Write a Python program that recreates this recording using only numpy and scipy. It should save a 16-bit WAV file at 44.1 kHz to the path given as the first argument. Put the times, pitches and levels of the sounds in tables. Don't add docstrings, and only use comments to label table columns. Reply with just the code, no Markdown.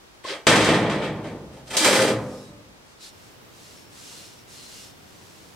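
import sys
import numpy as np
from scipy import signal
from scipy.io import wavfile

SR = 44100
rng = np.random.default_rng(int(sys.argv[2]) if len(sys.argv) > 2 else 0)


def master_out(mix):
    frames = np.transpose(np.atleast_2d(mix))
    ceiling = np.clip(frames, -1, 1)
    pcm = np.round(ceiling * 32767).astype(np.int16)
    wavfile.write(sys.argv[1], SR, pcm)


N = 244755
TIME = np.arange(N) / SR
RING_TIME = TIME[:3 * SR // 2]
TURN_S = 1.5


def from_db(db):
    return 10 ** (np.asarray(db) / 20)


def unit_rms(x):
    return x / np.sqrt(np.mean(x ** 2) + 1e-20)


def unit_energy(x):
    return unit_rms(x) / np.sqrt(x.shape[-1])


def at_hz(points, hz):
    points = np.array(points)
    return np.interp(np.log(hz), np.log(points[:, 0]), points[:, 1])


def band(x, edges_hz, kind, order=2):
    sections = signal.butter(order, edges_hz, kind, fs=SR, output="sos")
    return signal.sosfilt(sections, x)


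def convolve(force, response):
    return signal.fftconvolve(force[None], response, axes=1)[:, :N]


def stereo(mid, side, alike):
    alike = np.clip(alike, -.99, .99)
    return np.sqrt(1 + alike) * mid + np.sqrt(1 - alike) * side * [[1], [-1]]


def noise_bands(spectrum, likeness, size):
    edges = 25 * 2 ** (np.arange(29) / 3)
    warm_up = 4000
    white = rng.standard_normal((2, 2, size + warm_up))
    for k, (low, high) in enumerate(zip(edges, edges[1:])):
        mid, side = band(white[k % 2], [low, high], "band")[:, -size:]
        hz = np.sqrt(low * high)
        gain = from_db(at_hz(spectrum, hz)) * np.sqrt(high - low)
        yield hz, stereo(mid, side, at_hz(likeness, hz)), gain


def hiss(spectrum, likeness):
    bands = noise_bands(spectrum, likeness, N)
    return unit_rms(sum(gain * unit_rms(pair) for hz, pair, gain in bands))


def dying(t60):
    return np.exp(-np.log(1000) * RING_TIME / t60)


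def ringing(modes, t60_of, spread):
    channel_time = RING_TIME + spread * np.array([[1], [-1]]) / SR
    out = 0
    for k, (hz, db) in enumerate(modes):
        wave = (-1) ** k * np.sin(2 * np.pi * hz * channel_time)
        out = out + from_db(db) * unit_energy(wave * dying(t60_of(hz)))
    return unit_energy(out)


# (frequency [Hz], relative level [dB per Hz])
AIR_SPECTRUM = [(15, -51), (25, -16), (64, -5), (269, -6.5), (299, -7), (334, -5.5), (557, -7.5),
                (770, -10), (835, -8.5), (2210, -14.5), (2590, -15), (5380, -18), (15800, -32.5)]
CLOTH_SPECTRUM = [(40, -33), (90, -0.5), (180, -1.5), (350, -3.5), (600, -9.5), (1200, -15), (3000, -17),
                  (6500, -26)]
# (frequency [Hz], correlation [-1 to 1])
AIR_LIKENESS = [(50, 0.71), (200, -0.012), (700, 0.075), (2000, -0.29), (10000, -0.077)]
HAND_LIKENESS = [(150, 0.57), (500, 0.12), (2000, .1), (4200, 0.67), (8000, 0.39), (13000, .2)]


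def background(air_db=-51, sleeve_db=-52.5, reach_s=3.03, rise_s=0.11):
    reach = np.clip((TIME - reach_s) / rise_s, 0, 1)
    sleeves = from_db(sleeve_db) * reach * hiss(CLOTH_SPECTRUM, HAND_LIKENESS)
    return sleeves + from_db(air_db) * hiss(AIR_SPECTRUM, AIR_LIKENESS)


# (start [s], length [s], relative strength [dB])
PALM_STROKES = [(2.15, 0.38, -53), (2.84, .13, -61), (2.995, 0.12, -45.5), (3.12, 0.24, -58),
                (3.50, 0.38, -51.5), (3.893, 0.46, -45), (4.312, .13, -56), (4.465, 0.21, -46.5),
                (4.622, 0.31, -45), (4.955, 0.74, -56)]


def rubbing(power=0.75):
    out = np.zeros(N)
    for start, length, db in PALM_STROKES:
        on = (TIME > start) & (TIME < start + length)
        hand_speed = np.abs(np.sin(np.pi * (TIME[on] - start) / length))
        out[on] += from_db(db) * hand_speed ** power
    return out


# (frequency [Hz], relative level [dB per Hz])
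SKIN_SPECTRUM = [(800, -9.5), (2000, -4.5), (3000, -3), (4200, 0), (6000, -0.5), (8500, -3), (11000, -9.5),
                 (15500, -23)]
# (frequency [Hz], relative level [dB])
RAIL_MODES = [(2832, -61.5), (3112, -67), (3564, -63), (4167, -65), (5405, -57), (6164, -91), (7418, -93),
              (9362, -81)]


def hands(rub_db=0.5, ring_db=-12.0, rail_t60=0.59, grain=0.081):
    strength = rubbing()
    texture = np.exp(grain * unit_rms(band(rng.standard_normal(N), 190, "low")))
    rub = strength * texture * hiss(SKIN_SPECTRUM, HAND_LIKENESS)
    rail = ringing(RAIL_MODES, lambda hz: rail_t60, spread=0.76)
    ring = convolve(strength * rng.standard_normal(N), rail)
    return from_db(rub_db) * rub + from_db(ring_db) * ring


# (strong modes [dB], share of ring time, lowest judder [Hz], contact top [Hz])
PLACES = [(-8, 1, 390, 9100), (-5.5, 0.9, 250, 10200)]
# (frequency [Hz], relative level where it lands [dB], relative level where it is turned [dB])
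BENCH_MODES = [(66.4, -10.5, -35), (111.1, -4, -7), (132, -6, -23), (161, 1.5, -39), (202.6, -0.5, -0.5),
               (215.3, -5.5, -13), (250, -5, -3.5), (292.2, -4, -6), (310.5, 1.5, -4), (309, -14, -10),
               (346, -8.5, -24), (400, -20, -1), (395.4, -23, -16), (454.7, -3.0, -6), (473.3, -2.5, -1),
               (510, -23, -2.5), (530, -2.5, 0.5), (583, -4.5, 0.5), (617, -7, -27), (624, -13, -7),
               (672.6, -3, -16), (865, -11, -8.5), (899, -7, -20), (1012, -5, -14), (1221, -5.5, -17),
               (1227, -19, -1.5), (1794, -0.5, -17), (1865, -40, -21), (1980, -19, -35), (2180, -12, -32)]
# (frequency [Hz], relative level [dB per Hz])
PLATE_CROWD = [(30, -19), (65, -16), (88, -17.5), (120, -3), (300, -3), (560, -5.5), (760, -8),
               (1900, -5.5), (4000, -12), (6700, -19), (8400, -19), (10500, -24.5), (15500, -17.5)]
# (frequency [Hz], ring time [s])
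PLATE_T60 = [(60, 5.2), (115, 1.82), (450, 1.08), (1100, 1.035), (2900, 0.53), (8000, 0.44), (15000, 0.44)]
# (frequency [Hz], correlation [-1 to 1])
PLATE_LIKENESS = [(100, 0.97), (500, 0.97), (1000, 0.92), (2100, 0.72), (4200, 0.49), (7500, 0.14),
                  (12000, -0.07)]
# (frequency [Hz], width [Hz], lift [dB])
STEEL_RESONANCES = [(1900, 250, 2), (2280, 200, 3), (3250, 400, 3), (8500, 1200, 6)]


def bench_response(place, lowest_hz=46, spread_s=0.0021):
    modes_db, ring_share, _, top_hz = PLACES[place]
    crowd = 0
    for hz, pair, gain in noise_bands(PLATE_CROWD, PLATE_LIKENESS, len(RING_TIME)):
        fade = dying(ring_share * at_hz(PLATE_T60, hz))
        crowd = crowd + gain * unit_energy(pair * fade)
    for hz, width_hz, lift_db in STEEL_RESONANCES:
        peak = signal.lfilter(*signal.iirpeak(hz, hz / width_hz, SR), crowd)
        crowd = crowd + (from_db(lift_db) - 1) * peak
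    place_modes = np.array(BENCH_MODES)[:, [0, 1 + place]]
    modes = ringing(place_modes, lambda hz: at_hz(PLATE_T60, hz), spread=1.55)
    modes = modes * (1 - np.exp(-RING_TIME / spread_s))
    mix = unit_energy(crowd) + from_db(modes_db) * modes
    return band(mix, [lowest_hz, top_hz], "band", order=3)


def registers(response, low_hz=770, high_hz=4300):
    return [unit_energy(band(response, [low_hz, high_hz], "band", order=3)),
            unit_energy(band(response, low_hz, "low", order=4)),
            unit_energy(band(response, high_hz, "high", order=3))]


# (middle [s], frequency [Hz], width [Hz], rms before the swell and fade [dB], length [s])
NOISE_PATCHES = [(0.25, 520, 200, -37, 0.024), (0.256, 1095, 90, -32.5, 0.025),
                 (0.276, 560, 67, -36, 0.018), (0.315, 400, 30, -36, 0.052), (0.3, 4036, 2500, -35, 0.15),
                 (0.337, 532, 50, -34, 0.044), (1.831, 318, 33, -26.5, 0.094), (1.888, 588, 57, -23.5, .07),
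                 (1.939, 393.6, 26, -26, 0.12), (1.994, 518.6, 60, -26.5, .16),
                 (1.997, 1509, 150, -23.5, 0.035), (2.14, 119.5, 13.1, -36.5, .5),
                 (2.25, 514.6, 20, -36, 0.32), (2.381, 5280, 390, -57, 0.24), (2.452, 3880, 51, -59, 0.18),
                 (2.47, 8425, 184, -64, 0.28), (3.048, 4300, 1500, -47.5, 0.16),
                 (3.815, 5405, 50, -59.5, 0.26), (4.195, 4200, 450, -53, 0.19),
                 (4.387, 5560, 95, -61, 0.16), (4.651, 4180, 240, -50.5, 0.29)]


def chirps_and_rasps():
    out = np.zeros((2, N))
    for s, hz, width_hz, db, length in NOISE_PATCHES:
        count = int(length * SR)
        start = round(s * SR) - count // 2
        wander = band(rng.standard_normal((2, 2, SR // 2)), width_hz / 2, "low")
        real, imaginary = wander[..., -count:]
        carrier = np.exp(2j * np.pi * hz * TIME[:count])
        mid, side = np.real((real + 1j * imaginary) * carrier)
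        patch = unit_rms(stereo(mid, side, at_hz(PLATE_LIKENESS, hz)))
        out[:, start:start + count] += from_db(db) * np.hanning(count) * patch
    return out


# (start [s], rise [s], length before release [s], grind [dB], judder [dB], grit [dB])
FOOT_SLIDES = [(0.231, 0.014, 0.11, -34, -39, -40.5), (0.471, 0.012, 0.28, -21, -22, -33),
               (0.793, 0.023, 0.21, -32.5, -28.5, -52), (1.001, .025, 0.062, -35.5, -37, -45.5),
               (1.207, 0.042, 0.078, -45, -39, -53), (1.507, 0.021, 0.081, -53, -45, -55),
               (1.653, 0.016, 0.052, -45.5, -47, -43), (1.686, 0.055, 0.088, -27.5, -30, -30.5),
               (1.781, 0.017, 0.068, -20.5, -31.5, -22), (1.839, .012, 0.25, -23, -21.5, -21)]
# (grind [dB/s], judder [dB/s], grit [dB/s])
SETTLING = (26.5, 15, 53)


def sliding_force(uneven_db=1.0, uneven_hz=30, release_s=0.052):
    out = np.zeros((3, N))
    for start, rise, length, *levels_db in FOOT_SLIDES:
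        age = np.maximum(TIME - start, 0)
        release = np.clip(1 - (age - length) / release_s, 0, 1) ** 2
        gate = np.minimum(age / rise, 1) * release
        on = gate > 0
        settled_db = np.array(levels_db)[:, None] - np.outer(SETTLING, age[on])
        out[:, on] += gate[on] * from_db(settled_db)
    unevenness = unit_rms(band(rng.standard_normal(N), uneven_hz, "low"))
    return out * from_db(uneven_db * unevenness)


def grains(per_s, spread_db):
    sizes_db = spread_db * np.minimum(rng.exponential(1, N), 4)
    sizes = from_db(sizes_db) * rng.choice([-1, 1], N)
    return unit_rms(sizes * (rng.random(N) < per_s / SR))


def slides(response, active, low_cut_hz, pressed_t60=0.45):
    friction = grains(per_s=500, spread_db=3.8) * active
    damped = band(response, low_cut_hz, "high") * dying(pressed_t60)
    pairs = zip(sliding_force(), registers(damped))
    return sum(convolve(friction * strength, part) for strength, part in pairs)


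def rocking(count=8, start_s=.80, gap_s=.075, loss_db_per_s=18.5):
    first_db = np.array((-42, -25.5, -58))  # clang, thud, sharp edge at start_s
    after = gap_s * (np.arange(count) + rng.uniform(-.2, .2, count))
    return [(start_s + s, *(first_db - loss_db_per_s * s)) for s in after]


# (time [s], clang [dB], thud [dB], sharp edge [dB])
FOOT_BLOWS = [(0.468, -12, -13.5, -17), (0.513, -30, -25.5, -40), (0.558, -25.5, -21, -25.5),
              (0.612, -23.5, -28, -31), (0.644, -28.5, -40, -27.5), (0.688, -21.5, -13.5, -31.5),
              (0.742, -26, -23.5, -37), (0.897, -29, -34.5, -39), (1.024, -33, -32, -54),
              (1.768, -24.5, -35.5, -17), (1.846, -17, -22.5, -20.5), (1.927, -20.5, -35, -24.5),
              (1.978, -30, -20, -34), (2.020, -31.5, -27, -29.5), (2.088, -40, -25.5, -46)]


def blows(response, active, crack_db=-23.0, crack_s=0.0024, energy_s=.04):
    crack = 1 + from_db(crack_db) * RING_TIME / crack_s * np.exp(1 - RING_TIME / crack_s)
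    parts, out = registers(response), np.zeros((2, N))
    for s, *levels_db in FOOT_BLOWS + rocking():
        start = round(s * SR)
        if active[start]:
            mix = sum(from_db(db) * part for db, part in zip(levels_db, parts))
            clang = mix * crack * np.sqrt(energy_s * SR)
            detune = rng.uniform(.992, 1.008)
            shifted = [np.interp(RING_TIME * detune, RING_TIME, side) for side in clang]
            out[:, start:start + len(RING_TIME)] += shifted
    return out


def scene():
    steel = 0
    for place, active in enumerate([TIME < TURN_S, TIME >= TURN_S]):
        _, _, judder_hz, _ = PLACES[place]
        struck = blows(bench_response(place), active)
        ground = slides(bench_response(place), active, judder_hz)
        steel = steel + struck + ground
    return steel + chirps_and_rasps() + hands() + background()


def record(dry, cutoff_hz=15800):
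    rounded = 1.3 * np.tanh(dry / 1.3)
    top_cut = signal.ellip(12, .1, 80, cutoff_hz, fs=SR, output="sos")
    return signal.sosfilt(top_cut, rounded)


dry = scene()
out = record(dry)
master_out(out)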